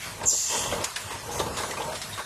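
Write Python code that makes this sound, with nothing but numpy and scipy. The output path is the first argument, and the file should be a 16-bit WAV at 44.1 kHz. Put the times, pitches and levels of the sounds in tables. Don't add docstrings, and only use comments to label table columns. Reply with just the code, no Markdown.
import sys
import numpy as np
from scipy import signal
from scipy.fft import rfft, irfft, next_fast_len
from scipy.io import wavfile
from scipy.ndimage import uniform_filter1d, map_coordinates

SR = 44100
rng = np.random.default_rng(int(sys.argv[2]) if len(sys.argv) > 2 else 0)


def undo_db(level):
    steps = np.asarray(level, float) / 20
    return 10 ** steps


def wav_out(sig):
    wavfile.write(sys.argv[1], SR, np.round(np.clip(np.atleast_2d(sig).T, -1, 1) * 32767).astype(np.int16))


N = 99225


def unit(x):
    return x / np.sqrt(np.mean(x ** 2) + 1e-20)


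def along(points, hz):
    f, v = np.transpose(points)
    return np.interp(np.log(hz + 1), np.log(f + 1), v, left=-120)


def curves(rows):
    s, *columns = np.transpose(rows)
    return [np.interp(np.arange(N) / SR, s, c) for c in columns]


def wobble(rate):
    return map_coordinates(rng.standard_normal(400), [np.arange(N) * rate / SR])


def filtered(x, response):
    m = next_fast_len(len(x) + 8192)
    return irfft(rfft(x, m) * response(np.fft.rfftfreq(m, 1 / SR)), m)[:len(x)]


def body(peaks):
    def response(f):
        total = 0
        for k, (hz, width, db) in enumerate(peaks):
            loss = 1j * f * width
            total = total + (-1) ** k * undo_db(db) * loss / (hz * hz - f * f + loss)
        return total
    return response


def rush(tone, patchy_db, shape=lambda hz, t: 0):
    hz, t, z = signal.stft(rng.standard_normal(N), SR, nperseg=512)
    patches = uniform_filter1d(rng.standard_normal(z.shape), size=6, axis=0)
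    patches = uniform_filter1d(patches, size=8, axis=1)
    z = z * undo_db(patchy_db * unit(patches) + shape(hz[:, None], t))
    x = signal.istft(z, nperseg=512)[1][:N]
    return filtered(x, lambda f: undo_db(along(tone, f)))


def hits(rows, broad, q, rise_s, snap_db):
    out, t = np.zeros(N + SR), np.arange(SR // 5) / SR
    for s, db, hz, t60, broad_db in rows:
        a, b = rng.standard_normal((2, len(t)))
        fade = undo_db(-60 * t / t60) * (1 - np.exp(-t / rise_s))
        ring = unit(filtered(a, body([(hz, hz / q, 0)])))
        own = unit(ring + 0.85 * np.sin(2 * np.pi * hz * t))
        b = b + undo_db(snap_db) * (np.arange(len(t)) == round(.002 * SR))
        blow = fade * (own + undo_db(broad_db) * unit(filtered(b, broad)))
        out[round(s * SR):][:len(t)] += undo_db(db - 2.0) * blow / np.abs(blow).max()
    return out[:N]


def narrow_notes(rows, q):
    t, out = np.arange(N) / SR, np.zeros(N)
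    for s, length, db, hz, hiss_db in rows:
        a, b = rng.standard_normal((2, N))
        gate = np.clip((t - s) / 0.0071, 0, 1) * undo_db(-350 * np.clip(t - s - length, 0, 9))
        note = unit(filtered(a, body([(hz, hz / q, 0)])))
        note = note / np.sqrt(np.abs(uniform_filter1d(note ** 2, size=2000)) + 0.27)
        hiss = unit(filtered(b, body([(hz * 1.1, 6000, 0)])))
        out += undo_db(db) * gate * (note + undo_db(hiss_db) * hiss)
    return out


# (time [s], level [dB])
HALL_LEVEL = [(0, -37.5), (.06, -37.5), (.16, -41.5), (.3, -48.5), (.56, -37.5), (.8, -37.5), (.86, -33),
              (.945, -40.5), (1.0, -37), (1.25, -41.5), (1.4, -35.5), (1.52, -38.5), (1.62, -33.5),
              (1.77, -40), (1.83, -39), (1.89, -40), (2.04, -38), (2.25, -40)]
# (frequency [Hz], density [dB per Hz])
HALL_TONE = [(240, -39), (400, -7), (580, -10.5), (644, -1.5), (867, -7.5), (934, -1.5), (2980, -8.5),
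             (7840, -8.5), (11000, -12.5), (14000, -21)]
# (time [s], level [dB])
RUMBLE_LEVEL = [(0, -50), (.08, -47), (.17, -43), (.25, -40), (.32, -46.5), (.42, -54), (.56, -45),
                (.74, -34.5), (.92, -51.5), (1.05, -49.5), (1.2, -45), (1.42, -34.5), (1.63, -43),
                (1.95, -41.5), (2.05, -44), (2.14, -45.5), (2.25, -50)]
# (frequency [Hz], density [dB per Hz])
RUMBLE_TONE = [(13, -54), (22, 2.5), (91, 10.5), (257, 0), (300, -10.5), (390, -1), (660, -120)]


def hall():
    roar_db = curves(HALL_LEVEL)[0] - 0.73 + 0.81 * wobble(14.45)
    roar = undo_db(roar_db) * unit(rush(HALL_TONE, patchy_db=2.5))
    hum_hz, hum_db = 100, -13
    phase = 2 * np.pi * hum_hz * np.arange(N) / SR
    hum = undo_db(hum_db + 4 * wobble(16)) * np.sin(phase + .6 * wobble(7))
    rumble = unit(rush(list(RUMBLE_TONE) + [(420, -73)], patchy_db=0.5))
    return roar + undo_db(curves(RUMBLE_LEVEL)[0] - 1.0) * (rumble + hum)


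# (time [s], peak [dB], pitch [Hz])
THUDS = [
    (0.063, -34, 107),
    (0.239, -37, 91.5),
    (0.553, -40, 180),
    (0.717, -47, 80.5),
    (1.043, -30.5, 96.9),
    (1.138, -33.5, 103),
    (1.514, -27, 91),
    (1.62, -36, 82.4),
    (1.829, -34.5, 130),
    (2.113, -37, 96),
]


def thuds():
    rows = [(*thud, 0.19, -20) for thud in THUDS]
    return hits(rows, body(FRAME), q=5.3, rise_s=0.0047, snap_db=-33)


# (time [s], length [s], level [dB], pitch [Hz], hiss [dB])
SINGING = [(.2, 0.036, -52, 922, -30), (.52, 0.023, -34.5, 928, -35), (1.12, 0.044, -39.5, 933, -26),
           (1.27, 0.096, -42.5, 473, -36), (1.29, 0.071, -40, 825, -30), (1.4, 0.048, -38.5, 885, -28),
           (1.4, 0.023, -42, 627, -28), (1.79, 0.029, -35.5, 472, -30), (1.83, .07, -39, 922, -34),
           (1.86, 0.085, -41, 620, -30), (2.1, 0.053, -44, 102, -30)]


def singing():
    return narrow_notes(SINGING, q=120)


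# (time [s], length [s], level [dB], pitch [Hz], hiss [dB])
LEAKS = [
    (0.496, 0.18, -40, 3200, -21),
    (1.311, .1, -40.5, 6320, -1),
    (1.537, 0.15, -49, 6700, -7),
    (2.114, 0.15, -46.5, 3710, -19),
]


def leaks():
    return narrow_notes(LEAKS, q=26)


# (time [s], level [dB], rail brightness [dB])
DRIVE = [(0, -55, 15.5), (.05, -47.5, 9), (.16, -43, -9), (.24, -27, -15.5), (.29, -41, -13.5),
         (.46, -54, 15.5), (.53, -29, -1.5), (.69, -30.5, -5), (.83, -27, -13.5), (.9, -56, -9),
         (1.08, -40, -1), (1.13, -40.5, 4), (1.22, -39, -6.5), (1.4, -29.5, -16), (1.75, -36.5, -15),
         (1.81, -29, -11.5), (1.96, -35, -22), (2.01, -47, -14)]
# (frequency [Hz], width [Hz], level [dB])
FRAME = [(284, 300, -3), (480.6, 99, 7), (609, 81, 5.5), (860, 36, 8), (930.5, 48.5, 7), (1120, 208, 0.5),
         (1592, 37, -1.5)]
# (frequency [Hz], width [Hz], level [dB])
RAILS = [(1940, 135, 2.5), (2710, 240, 3), (3200, 120, 3), (3510, 64, 5), (4960, 940, -9)]


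def drive():
    links_per_s, spread_db = 430, -2
    level_db, bright_db = curves(DRIVE)
    draw = rng.random((2, 2, N))
    links = (draw[0] < links_per_s / SR) * undo_db(-spread_db * np.log(draw[1] + 0.003))
    shake = [unit(v) + 1.6 * rng.standard_normal(N) for v in links]
    frame = unit(filtered(shake[0], body(FRAME)))
    rails = unit(filtered(shake[1], body(RAILS)))
    return undo_db(level_db - 5.5 + 0.32 * wobble(25.7)) * (frame + undo_db(bright_db) * rails)


# (time [s], peak [dB], pitch [Hz])
KNOCKS = [(0.213, -24.5, 923), (0.235, -27.5, 910), (0.329, -25.5, 453), (0.496, -30, 1030),
          (0.549, -20.5, 974), (0.653, -21.5, 550), (0.723, -17, 574), (0.7247, -23, 1210),
          (1.104, -23, 994), (1.154, -25, 930), (1.289, -26, 816), (1.395, -20.5, 877), (1.398, -15.5, 482),
          (1.463, -20, 450), (1.511, -25, 860), (1.572, -23.5, 1016), (1.599, -19, 880), (1.633, -18, 1080),
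          (1.696, -24, 413), (1.733, -22, 995), (1.769, -22.5, 916), (1.799, -20, 853), (1.839, -30, 910),
          (1.885, -28, 630), (1.919, -27.5, 626), (2.175, -24.5, 1130), (2.192, -22, 1115)]


def knocks():
    rows = [(*knock, 0.11, -3) for knock in KNOCKS]
    return hits(rows, body(FRAME), q=2.37, rise_s=0.00091, snap_db=-33)


# (time [s], peak [dB], pitch [Hz], t60 [s], broad crack [dB])
CLICKS = [(0.0217, -27.5, 2270, 0.2, -19), (0.2312, -24, 7460, 0.11, 6), (0.7095, -22.5, 3200, 0.16, -7),
          (.7255, -25, 2120, 0.058, -18), (.8066, -28, 2130, 0.069, 6), (1.0002, -28.5, 1580, 0.1, 7),
          (1.1038, -28.5, 1742, 0.33, 2), (1.1296, -34, 2655, 0.15, -5), (1.3922, -20, 3630, 0.066, -16.5),
          (1.5671, -21, 6950, 0.12, 7), (1.5831, -21.5, 1545, 0.069, -1), (1.708, -21.5, 1990, 0.046, 0.5),
          (1.7686, -27, 2490, 0.078, -10), (1.8178, -26.5, 3330, 0.047, -10), (1.9195, -28, 1524, 0.14, 0),
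          (1.9494, -22.5, 3520, 0.13, 15), (2.04, -31, 4270, 0.082, -11), (2.1301, -28, 3750, 0.056, -15),
          (2.1784, -27.5, 1527, 0.23, -6)]
# (frequency [Hz], density [dB per Hz])
CLICK_TONE = [(350, -64), (600, -1), (2140, 5), (2650, 3), (3740, 6), (6870, -0.5), (10900, -1.5),
              (14200, -110)]


def crack(f):
    return undo_db(along(CLICK_TONE, f))


def clicks():
    return hits(CLICKS, crack, q=8, rise_s=.004, snap_db=-30)


# (time [s], peak [dB], pitch [Hz], t60 [s], broad crack [dB])
SNAPS = [
    (.8403, -12.5, 6900, 0.056, -4),
    (.8432, -9, 5580, 0.051, 1),
    (.9585, -19, 2930, 0.04, -9),
    (.9605, -11, 1650, 0.12, 5),
    (2.0152, -13.5, 5240, 0.15, 5),
    (2.1784, -27, 1060, 0.038, -8),
]


def snaps():
    return hits(SNAPS, crack, q=6, rise_s=.0012, snap_db=22)


def walls(x):
    t60_s, level_db = 0.11, -13
    t = np.arange(SR // 2) / SR
    tail = rng.standard_normal(len(t)) * undo_db(-60 * t / t60_s) * (t > .006)
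    return undo_db(level_db) * signal.fftconvolve(x, tail / np.linalg.norm(tail))[:N]


# (frequency [Hz], wander [knots per s], level [dB])
PIPE = [(6600, 30, -8), (7300, 32, -20), (7170, 30.3, -5), (7250, 43, -2), (7548, 34, -11)]


def whistle():
    peak_s, level_db, rise_s, t60_s = .281, -18, .009, .13
    t = np.arange(N) / SR - peak_s
    notes = 0
    for hz, wander, db in PIPE:
        loudness = undo_db(db + 3 * wobble(wander))
        notes = notes + loudness * np.sin(2 * np.pi * hz * t + 1.4 * wobble(wander))
    swell = np.where(t < 0, np.exp(np.minimum(t, 0) / rise_s), undo_db(-60 * np.abs(t) / t60_s))
    return undo_db(level_db) * unit(notes) * swell * (t > VENT[0][0] - peak_s)


# (time [s], pressure [dB], nozzle fizz [dB])
VENT = [
    (0.255, -45, -5),
    (.258, -23, -35),
    (0.278, -17.5, -36),
    (.3, -19.5, -10.5),
    (.34, -22, -10.5),
    (.46, -25.5, -11),
    (0.599, -28, -4),
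    (.68, -35.5, -2),
    (.8, -49, -6),
]
# (frequency [Hz], density [dB per Hz])
VENT_TONE = [(2500, 10), (4300, -7), (5500, -4.5), (6200, 0.5), (7000, 2), (7520, 3.5), (7640, -4),
             (7950, -22)]
# (frequency [Hz], density [dB per Hz])
FIZZ_TONE = [(7300, -45), (7650, 4.5), (8400, 0.5), (9300, 1), (11000, -0.5), (12000, -11), (14000, -5)]


def vent():
    start, end = VENT[0][0], VENT[-1][0]
    edge_start_hz, edge_end_hz, edge_fall_s, edge_db_per_octave = 7200, 4390, 0.016, 42

    def edge_shape(hz, t):
        fall = np.exp(-np.clip(t - start - .027, 0, 9) / edge_fall_s)
        edge_hz = edge_end_hz + (edge_start_hz - edge_end_hz) * fall
        return edge_db_per_octave * np.clip(np.log2((hz + 1) / edge_hz), -1, 0)

    air = rush(VENT_TONE, 1.4, edge_shape)
    air = air / np.sqrt(np.abs(uniform_filter1d(air ** 2, size=1500)) + 1e-12)
    pressure_db, fizz_db = curves(VENT)
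    air = air + undo_db(fizz_db) * unit(rush(FIZZ_TONE, patchy_db=3.5))
    t = np.arange(N) / SR
    opening = np.clip((t - start) / 0.0052, 0, 1)
    closing = np.clip((end - t) / 0.042, 0, 1)
    return undo_db(pressure_db - 2.96) * air * opening * closing


def scene():
    blows = knocks() + clicks() + snaps()
    background = hall() + thuds() + singing() + leaks()
    return (background + drive() + blows + walls(blows) + whistle() + vent())[None]


# (frequency [Hz], threshold against the neighbourhood [dB])
MUTE = [(300, -12), (2000, -4.5), (8000, -4), (10500, -3), (11500, -1.3), (13300, -.5), (14250, 3.5)]


def muted(x, size, spells, calm_db):
    hz, t, z = signal.stft(x, SR, nperseg=size)
    near = uniform_filter1d(uniform_filter1d(np.abs(z) ** 2, size=4, axis=0), size=2, axis=1)
    near_db = 10 * np.log10(np.abs(near) + 1e-20)
    wide_db = uniform_filter1d(uniform_filter1d(near_db, size=size // 30 + 4, axis=0), size=3, axis=1)
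    rise_db = calm_db
    for s, length, db in spells:
        rise_db = rise_db + ((t > s) & (t < s + length)) * (db - calm_db)
    hz = hz[:, None]
    rise_db = rise_db * ((hz > 1500) & ((hz < 6500) | (calm_db < 0)))
    heard = near_db > wide_db + along(MUTE, hz) + rise_db
    keep = np.where(heard, 1, .03) * (hz < 14250)
    return signal.istft(z * keep, nperseg=size)[1][:N]


def top_cut(x):
    return signal.sosfilt(signal.butter(12, 14390, fs=SR, output="sos"), x)


# (time [s], length [s], threshold rise [dB])
BUSY = [(.285, .17, 2), (.6, .03, 2), (1.09, .03, 2), (1.2, .04, 2), (1.35, .04, 2.5), (1.48, .06, 2.5),
        (1.77, .03, 2.5), (1.87, .05, 2.5), (2.01, .03, 2)]
# (time [s], length [s], threshold rise [dB])
THINNED = [
    (.259, .021, 3),
    (.941, .017, 3),
]


def record(dry):
    low_hz = 41.3
    x = filtered(dry[0], lambda f: (1j * f / (low_hz + 1j * f)) ** 2)
    x = muted(x, size=1536, spells=BUSY, calm_db=0)
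    x = muted(x, size=256, spells=THINNED, calm_db=-60)
    return top_cut(x[None])


dry = scene()
out = record(dry)
wav_out(out)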